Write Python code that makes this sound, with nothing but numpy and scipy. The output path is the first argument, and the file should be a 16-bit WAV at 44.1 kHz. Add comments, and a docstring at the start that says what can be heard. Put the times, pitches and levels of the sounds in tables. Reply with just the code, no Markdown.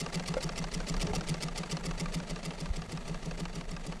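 """An old sewing machine stitches about seven times a second on a wooden garden table, easing off a little.
In each turn the shuttle scrapes and rattles on steel, the table top thumps, and the needle bar stops
with a hard clack that rings the cast frame. Loose joints tick in between and the bearings whirr below.
A few hollow knocks and a dull drag come as the cloth is guided, and air rumbles on the microphone."""
import sys
import numpy as np
from scipy import signal
from scipy.fft import rfft, irfft
from scipy.io import wavfile
from scipy.ndimage import uniform_filter1d

SR = 44100
rng = np.random.default_rng(int(sys.argv[2]) if len(sys.argv) > 2 else 0)


def log_audio(samples):
    """Write samples as a 16-bit WAV file to the path given in sys.argv[1]."""
    # one column per channel
    frames = np.atleast_2d(samples).T
    # limit to full scale, then quantise
    limited = np.clip(frames, -1, 1)
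    pcm = np.round(limited * 32767).astype(np.int16)
    wavfile.write(sys.argv[1], SR, pcm)


N = 176400

# one row per stitch: (clack time [s], clack level [dB], rattle time [s], rattle level [dB], thump [dB])
STITCHES = [(0.0623, -38.5, 0.01, -40, -36.7), (0.1966, -38, 0.151, -39.5, -33),
            (0.34, -38, 0.285, -40.5, -34.5), (0.4914, -38.5, 0.436, -40, -35.5),
            (0.6409, -39.5, 0.586, -40.5, -36.5), (0.802, -40.5, 0.746, -40.5, -36),
            (0.941, -39, 0.894, -40, -33.5), (1.0695, -40, 1.022, -38, -34),
            (1.2093, -40.5, 1.159, -39, -34.5), (1.342, -40.5, 1.295, -40, -31.5),
            (1.484, -42, 1.433, -38.5, -35), (1.634, -41, 1.584, -40.5, -37),
            (1.769, -40, 1.721, -39.5, -33.5), (1.9106, -42, 1.863, -42.5, -34.5),
            (2.0576, -42, 2.006, -40.5, -33.5), (2.201, -44.5, 2.149, -41.5, -33.5),
            (2.36, -44, 2.304, -44.5, -36), (2.507, -42, 2.458, -43.5, -36.5),
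            (2.6584, -45.5, 2.609, -47.5, -36.5), (2.819, -44.5, 2.766, -47.5, -38.5),
            (2.9737, -45, 2.924, -48.5, -37), (3.1443, -46, 3.084, -49.5, -37),
            (3.3103, -43, 3.259, -52, -37), (3.4538, -42, 3.404, -47, -36.5),
            (3.6104, -45.5, 3.558, -49, -38), (3.7649, -45, 3.716, -50.5, -39),
            (3.923, -45, 3.87, -50.5, -38)]
# modes of the cast frame: (frequency [Hz], level [dB], t60 [s])
FRAME_MODES = [(254, 1.5, 0.11), (299, 3, 0.047), (325.8, 2, 0.16), (413, -1.5, 0.086), (533, -2, 0.14),
               (562, -6, 0.2), (690, -13.5, 0.17), (794, -4.5, 0.037)]
# bright tone of rattling metal: (frequency [Hz], level [dB])
RATTLE_TONE = [(290, -51), (500, -15), (718, -18), (1220, -1), (1610, -11.5), (1730, -17.5), (2070, -0.5),
               (2520, -3), (2740, -2), (3940, -5.5), (4650, 0.5), (6500, -5.5), (7580, -6.5), (10300, -12),
               (11200, -19.5), (12200, -12.5), (14000, -32)]
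NOMINAL_TURN_S = .145


def needle_clacks():
    """One hard stop per turn: a crack with two quick bounces, then the needle bar and the frame ring."""
    # tone of the stop: (frequency [Hz], level [dB])
    clack_tone = [(210, -23), (350, -30), (408, 8), (639, 2), (925, -2), (1180, 2.5), (1610, -6),
                  (1970, -5.5), (2340, -3), (2640, 2.5), (2900, -5.5), (3600, -10.5), (4200, -7),
                  (4900, -7), (5900, -8.5), (6470, -12), (8280, -21.5), (12200, -36), (14000, -55)]
    # modes of the needle bar and its guide: (frequency [Hz], level [dB], t60 [s])
    bar_modes = [(722, -2, 0.043), (927, -0.5, 0.031), (1187, 4, 0.031), (1573, 2.5, 0.027),
                 (1724, -5, 0.041), (2160, -5, 0.017), (2710, -4, 0.018)]
    t60_s, bounce_s, bounce_db, rebound_s = .022, .001677, -5, .0042
    out = np.zeros(N)
    common_ring = unit(body(clack_tone, t60_s, slope=.32))
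    impulse = signal.unit_impulse(len(common_ring))
    crack = unit(signal.lfilter(*signal.butter(1, 2200, "high", fs=SR), colour(impulse, clack_tone)))
    for (at, db, *_), turn in zip(STITCHES, turn_lengths()):
        ring = common_ring + amp(-1) * unit(body(clack_tone, t60_s, slope=1)) + amp(-5) * crack
        hit = amp(-12) * unit(chatter(.003, per_s=3000))
        hit[0] += 1
        for k in (1, 2):
            hit[int(k * bounce_s * SR * rng.uniform(.7, 1.3))] += amp(k * bounce_db)
        add(out, at, signal.fftconvolve(hit, ring), db)
        # the bar strikes and rebounds twice, harder as the machine slows
        bar_db = (db - 42.5) / 2 - 5  # follows half of the clack's change in level
        rebound_db = min(-5.5 + 18 * np.log2(turn / NOMINAL_TURN_S), 0)
        for k in range(3):
            bar = modes(bar_modes, scatter_db=1.5, detune=.013)
            add(out, at + .00106 + k * rebound_s, bar, bar_db + k * rebound_db)
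        add(out, at + .00312, modes(FRAME_MODES, scatter_db=4, detune=.012), db - 9.5)
    return out


def shuttle():
    """The shuttle scrapes, draws the thread, rattles with three sharp catches and jolts the frame."""
    # tone of the sliding scrape: (frequency [Hz], level [dB])
    scrape_tone = [(240, -49.5), (400, 9.5), (867, -6), (1260, -5), (1800, 1), (2730, 4), (3670, -11),
                   (4010, 1), (4590, 3), (5910, -5.5), (8830, -12), (10900, -24), (12600, -41),
                   (14000, -51)]
    # steel parts rung by the rattle: (frequency [Hz], level [dB], t60 [s])
    steel_modes = [(2053, -5.5, 0.079), (2375, -12, 0.042), (2720, -11, 0.11), (4643, -5, 0.045),
                   (5440, -3.5, 0.037), (5685, 1.5, 0.011), (7280, -14, 0.031), (7460, 2, 0.017),
                   (9220, -5, 0.018), (10070, -19, 0.012)]
    thread_s = .0091
    out = np.zeros(N)
    scrape_ring = body(scrape_tone, t60=.029)
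    rattle_ring = unit(body(RATTLE_TONE, t60=.017))
    for (_, clack_db, at, db, thump_db), turn in zip(STITCHES, turn_lengths()):
        rattle_s = .0165 * 2 ** ((db + 40) / 14)  # 14 dB louder lasts twice as long
        onset = at - rattle_s / 2
        steel = rattle_ring + amp(-5) * modes(steel_modes, scatter_db=2, detune=.0069, size=4096)
        contacts = unit(chatter(rattle_s, per_s=2200, spread_db=3, edge=.25))
        for catch in rng.uniform([0, .3, .65], [.05, .55, .9]):
            contacts[int(rattle_s * SR * catch)] += amp(-7)
        add(out, onset - .001, signal.fftconvolve(contacts, steel), db + 3.5)

        scrape = chatter(.009, per_s=2500, spread_db=3.5, edge=.092)
        scrape_at = at - .029 * turn / NOMINAL_TURN_S
        add(out, scrape_at, signal.fftconvolve(scrape, scrape_ring), (db + clack_db) / 2 - 4.5)

        thread = chatter(thread_s, per_s=1800, spread_db=2.5)
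        add(out, onset - thread_s - .003, signal.fftconvolve(thread, rattle_ring), db - 10.5)

        shudder = chatter(.0232, per_s=700)
        frame = modes(FRAME_MODES, scatter_db=0, detune=.029)
        add(out, at - .00903, signal.fftconvolve(shudder, frame), thump_db - 9.5)
    return out


def linkage():
    """Loose joints tick at the same points of every turn, with an occasional stray snap."""
    # play in the joints: (position after the clack [turns], level against the clack [dB], length [s])
    ticks = [(0.185, -10, 0.0068), (0.27, -8.5, 0.0078), (0.833, -11, 0.006), (0.906, -13.5, 0.0072)]
    # tone of a tick: (frequency [Hz], level [dB])
    tick_tone = [(240, -24), (400, -13.5), (663, -6.5), (2150, -9), (3900, -30), (4730, -16), (5240, -20),
                 (6560, -24), (7610, -18.5), (8570, -36), (9650, -31), (12400, -36), (14000, -38)]
    # stray snaps: (time [s], level [dB], length [s])
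    snaps = [(0.372, -52, 0.0088), (0.965, -46.5, .004)]
    t60_s, jitter_s = .016, .0008
    out, turns = np.zeros(N), turn_lengths()
    next_turns = np.append(turns[1:], turns[-1])
    for at, db, length in snaps:
        snap = chatter(length, per_s=2000, edge=.1)
        add(out, at, signal.fftconvolve(snap, body(RATTLE_TONE, t60_s)), db)
    for position, db, length in ticks:
        ring = body(tick_tone, t60_s, slope=.71)
        for (clack_s, clack_db, *_), turn in zip(STITCHES, next_turns):
            at = clack_s + position * turn + jitter_s * rng.standard_normal()
            contacts = unit(chatter(length, per_s=1500, spread_db=8))
            contacts[0] += amp(-1.5)  # hard attack
            add(out, at, signal.fftconvolve(contacts, ring), clack_db + db)
    return out


def table_thumps():
    """Each needle stroke pushes the table top; its two close lowest modes make the thump swell and beat."""
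    # modes of the wooden top: (frequency [Hz], level [dB], t60 [s])
    wood_modes = [(154, 3, 0.23), (171.7, 1.5, 0.38), (193.8, -14, 0.45), (258.6, -10.5, 0.26),
                  (340, -18, 0.18), (423, -10.5, 0.12)]
    lead_s, attack_s = .0225, .00045
    out, t = np.zeros(N), np.arange(SR // 4) / SR
    for clack_s, _, rattle_s, _, db in STITCHES:
        tuning = 1 + .015 * rng.standard_normal()  # the modes shift together, so each thump beats alike
        ring = 0
        for k, (hz, mode_db, t60) in enumerate(wood_modes):
            gain = (-1) ** k * amp(mode_db + rng.standard_normal())
            ring += gain * np.sin(2 * np.pi * hz * tuning * t) * decay(t, t60)
        at = (clack_s + rattle_s) / 2 - lead_s
        add(out, at, ring * (1 - np.exp(-t / attack_s)), db + 5.5)
    return out


def table_knocks():
    """Dull, hollow knocks on the table while the cloth is guided."""
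    # stray knocks: (time [s], level [dB], pitch [Hz], t60 [s])
    knocks = [(.3675, -27.5, 520, 0.092), (1.02, -42, 408, 0.075), (1.045, -47, 326, 0.086),
              (1.077, -35, 416.6, 0.23), (1.096, -43.5, 404, 0.055), (1.134, -35, 754, 0.064),
              (1.164, -43, 503, 0.04)]
    # partials of a knock: (frequency [ratio to the pitch], level [dB])
    partials = [(1, 5), (1.13, -3), (1.65, -14.5), (2.68, -10.5), (4.1, -16)]
    attack_s = .00049
    out, t = np.zeros(N), np.arange(SR // 5) / SR
    for at, db, hz, t60 in knocks:
        ring = sum(amp(partial_db) * np.sin(2 * np.pi * (hz * ratio * t + rng.random()))
                   for ratio, partial_db in partials)
        add(out, at, ring * decay(t, t60) * (1 - np.exp(-t / attack_s)), db)
    return out


def cloth_drag():
    """The cloth is shoved along once and bumps dully over the wood."""
    # tone of cloth on wood: (frequency [Hz], level [dB])
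    drag_tone = [(60, 7), (110, 3.5), (250, -2), (450, -4), (800, -12), (1400, -37), (4000, -50)]
    out = np.zeros(N)
    bumps = chatter(.23, per_s=300, spread_db=2.5, size=SR // 2)
    add(out, at_s=1.0, sound=colour(bumps, drag_tone), db=-28.5)
    return out


def bearing_whirr():
    """Bearings and gears rub with a fine grain that swells and sinks with the load in each turn."""
    # tone of the rub: (frequency [Hz], level [dB])
    rub_tone = [(120, -13), (200, -4), (320, -8), (560, -11), (800, -11), (1030, -16), (1200, -15),
                (1700, -21), (2100, -19), (3300, -23), (5300, -25), (7800, -30), (10000, -34), (12500, -74)]
    # load through one turn: (position after the clack [turns], level [dB])
    turn_load = [(.03, -1), (.14, -3), (.21, -1), (.39, -4.5), (.5, 1.5), (.8, 0)]
    # overall envelope: (time [s], level [dB])
    envelope = [(0, -44.5), (.8, -46), (1.1, -43.5), (1.45, -45.5), (2.4, -47), (4, -48.5)]
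    t, clack_s = np.arange(N) / SR, np.array(STITCHES)[:, 0]
    # one more turn at each end keeps the pulse going
    clack_s = np.r_[2 * clack_s[0] - clack_s[1], clack_s, 2 * clack_s[-1] - clack_s[-2]]
    turns_done = np.interp(t, clack_s, np.arange(len(clack_s)))
    load_db = np.interp(turns_done, *np.array(turn_load).T, period=1)
    grains = (rng.random(N) < 3000 / SR) * rng.standard_normal(N)
    friction = unit(grains) + unit(rng.standard_normal(N))
    friction *= amp(load_db + 1.6 * wander(per_s=140))
    rub = signal.fftconvolve(friction, body(rub_tone, t60=.0066))[:N]
    return rub / rub.std() * amp(np.interp(t, *np.array(envelope).T))


def air_rumble():
    """Moving air rumbles on the microphone, with four low puffs."""
    # tone of the rumble: (frequency [Hz], level [dB])
    air_tone = [(12, -2.5), (28, 9), (44, -1.5), (70, -14), (110, -13), (200, -9.5), (400, -52.5)]
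    # gusts: (time [s], level [dB])
    gusts = [(0, -42.5), (.7, -41.5), (1.0, -35.5), (1.3, -40.5), (1.6, -45), (1.9, -38), (2.45, -45.5),
             (2.8, -38), (3.2, -40), (4, -42.5)]
    # single pressure swings: (time [s], peak level [dB], frequency [Hz])
    puffs = [(0.982, -32, 27), (1.323, -35.5, 90), (2.71, -25, 41.4), (2.885, -39, 53.7)]
    t = np.arange(N) / SR
    rumble = colour(rng.standard_normal(N), air_tone)
    out = rumble / rumble.std() * amp(np.interp(t, *np.array(gusts).T))
    for at, db, hz in puffs:
        phase = 2 * np.pi * hz * (t - at)
        out += amp(db) * phase * np.exp((1 - phase ** 2) / 2)
    return out


def turn_lengths():
    """Seconds taken by the turn that ends with each clack."""
    gaps = np.diff(np.array(STITCHES)[:, 0])
    return np.append(gaps[0], gaps)


def chatter(length_s, per_s, spread_db=4, edge=.54, size=4096):
    """A run of tiny contacts that swells and fades; a small edge starts and stops it abruptly."""
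    progress = np.minimum(np.arange(size) / SR / length_s, 1)
    contacts = (rng.random(size) < per_s / SR) + .018  # faint friction between the contacts
    swell = (progress * (1 - progress)) ** edge
    return contacts * rng.choice([-1, 1], size) * amp(spread_db * rng.standard_normal(size)) * swell


def modes(rows, scatter_db, detune, size=6000):
    """Damped sines from (frequency [Hz], level [dB], t60 [s]) rows, a little different at every blow."""
    t, out = np.arange(size) / SR, 0
    for hz, db, t60 in rows:
        sharp, louder = rng.standard_normal(2)
        gain = rng.choice([-1, 1]) * amp(db + scatter_db * louder)
        out += gain * np.sin(2 * np.pi * hz * (1 + detune * sharp) * t) * decay(t, t60)
    return unit(out)


def body(tone, t60, slope=.54, size=4096):
    """Ring of a part with many close modes; t60 holds at 2 kHz and the low modes last longer."""
    t, f = np.arange(size) / SR, np.arange(size // 2 + 1) * SR / size
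    ring = 0
    for hz in 250 * 2 ** (np.arange(13) / 2):  # half-octave bands
        band = np.sqrt(np.maximum(1 - 2 * np.abs(np.log2((f + 1) / hz)), 0))
        noise = irfft(band * np.exp(2j * np.pi * rng.random(len(f))))
        ring += np.sqrt(hz) * unit(noise * decay(t, t60 * (2000 / hz) ** slope))
    spectrum = rfft(ring)
    flattened = irfft(spectrum / np.sqrt(uniform_filter1d(np.abs(spectrum) ** 2, size=31) + 1e-3))
    fade_out = np.minimum(2 - 2 * t / t[-1], 1) ** 2
    return colour(flattened * fade_out, tone)


def colour(x, tone, size=16384):
    """Minimum-phase EQ through (frequency [Hz], level [dB]) points, falling away below the lowest."""
    hz, db = np.array(tone, float).T
    f = np.maximum(np.arange(size // 2 + 1) * SR / size, 1)
    curve_db = np.interp(np.log(f), np.log(hz), db) + 20 * np.log10(np.minimum(f / hz[0], 1))
    cepstrum = irfft(np.log(amp(curve_db)))
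    cepstrum[1:size // 2] *= 2
    cepstrum[size // 2 + 1:] = 0
    return signal.fftconvolve(x, irfft(np.exp(rfft(cepstrum))))[:len(x)]


def wander(per_s):
    """Smooth random motion with a spread of 1."""
    hold = int(SR / per_s)
    steps = np.repeat(rng.standard_normal(N // hold + 1), hold)[:N]
    smooth = uniform_filter1d(steps, hold)
    return smooth / smooth.std()


def add(out, at_s, sound, db):
    """Mix in a short sound with the energy of that level held for 12 ms."""
    start = int(at_s * SR)
    sound = (unit(sound) * amp(db) * np.sqrt(.012 * SR))[max(-start, 0):]
    part = out[max(start, 0):][:len(sound)]
    part += sound[:len(part)]


def decay(t, t60):
    """Envelope that falls 60 dB in t60 seconds."""
    return np.exp(-np.log(1000) * t / t60)


def amp(db):
    """Decibels to gain."""
    return 10 ** (np.asarray(db) / 20)


def unit(x):
    """Scale to unit energy."""
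    return x / np.sqrt(np.sum(x ** 2) + 1e-18)


def scene():
    """The machine on its table, close by in the open air, in mono."""
    machine = needle_clacks() + shuttle() + linkage()
    table_top = table_thumps() + table_knocks() + cloth_drag()
    return (machine + table_top + bearing_whirr() + air_rumble())[None]


def record(dry):
    """The top end has a narrow dip near 11 kHz, falls away above 12 kHz and is cut at 13.6 kHz."""
    # shape of the top end: (frequency [Hz], level [dB])
    treble_tone = [(5, -0.5), (10300, 1), (11050, -5.5), (11700, 0.5), (12600, -10), (14000, -14)]
    heard = colour(dry[0], treble_tone)[None]
    return signal.sosfilt(signal.ellip(8, .2, 70, 13600, fs=SR, output="sos"), heard)


dry = scene()
out = record(dry)
log_audio(out)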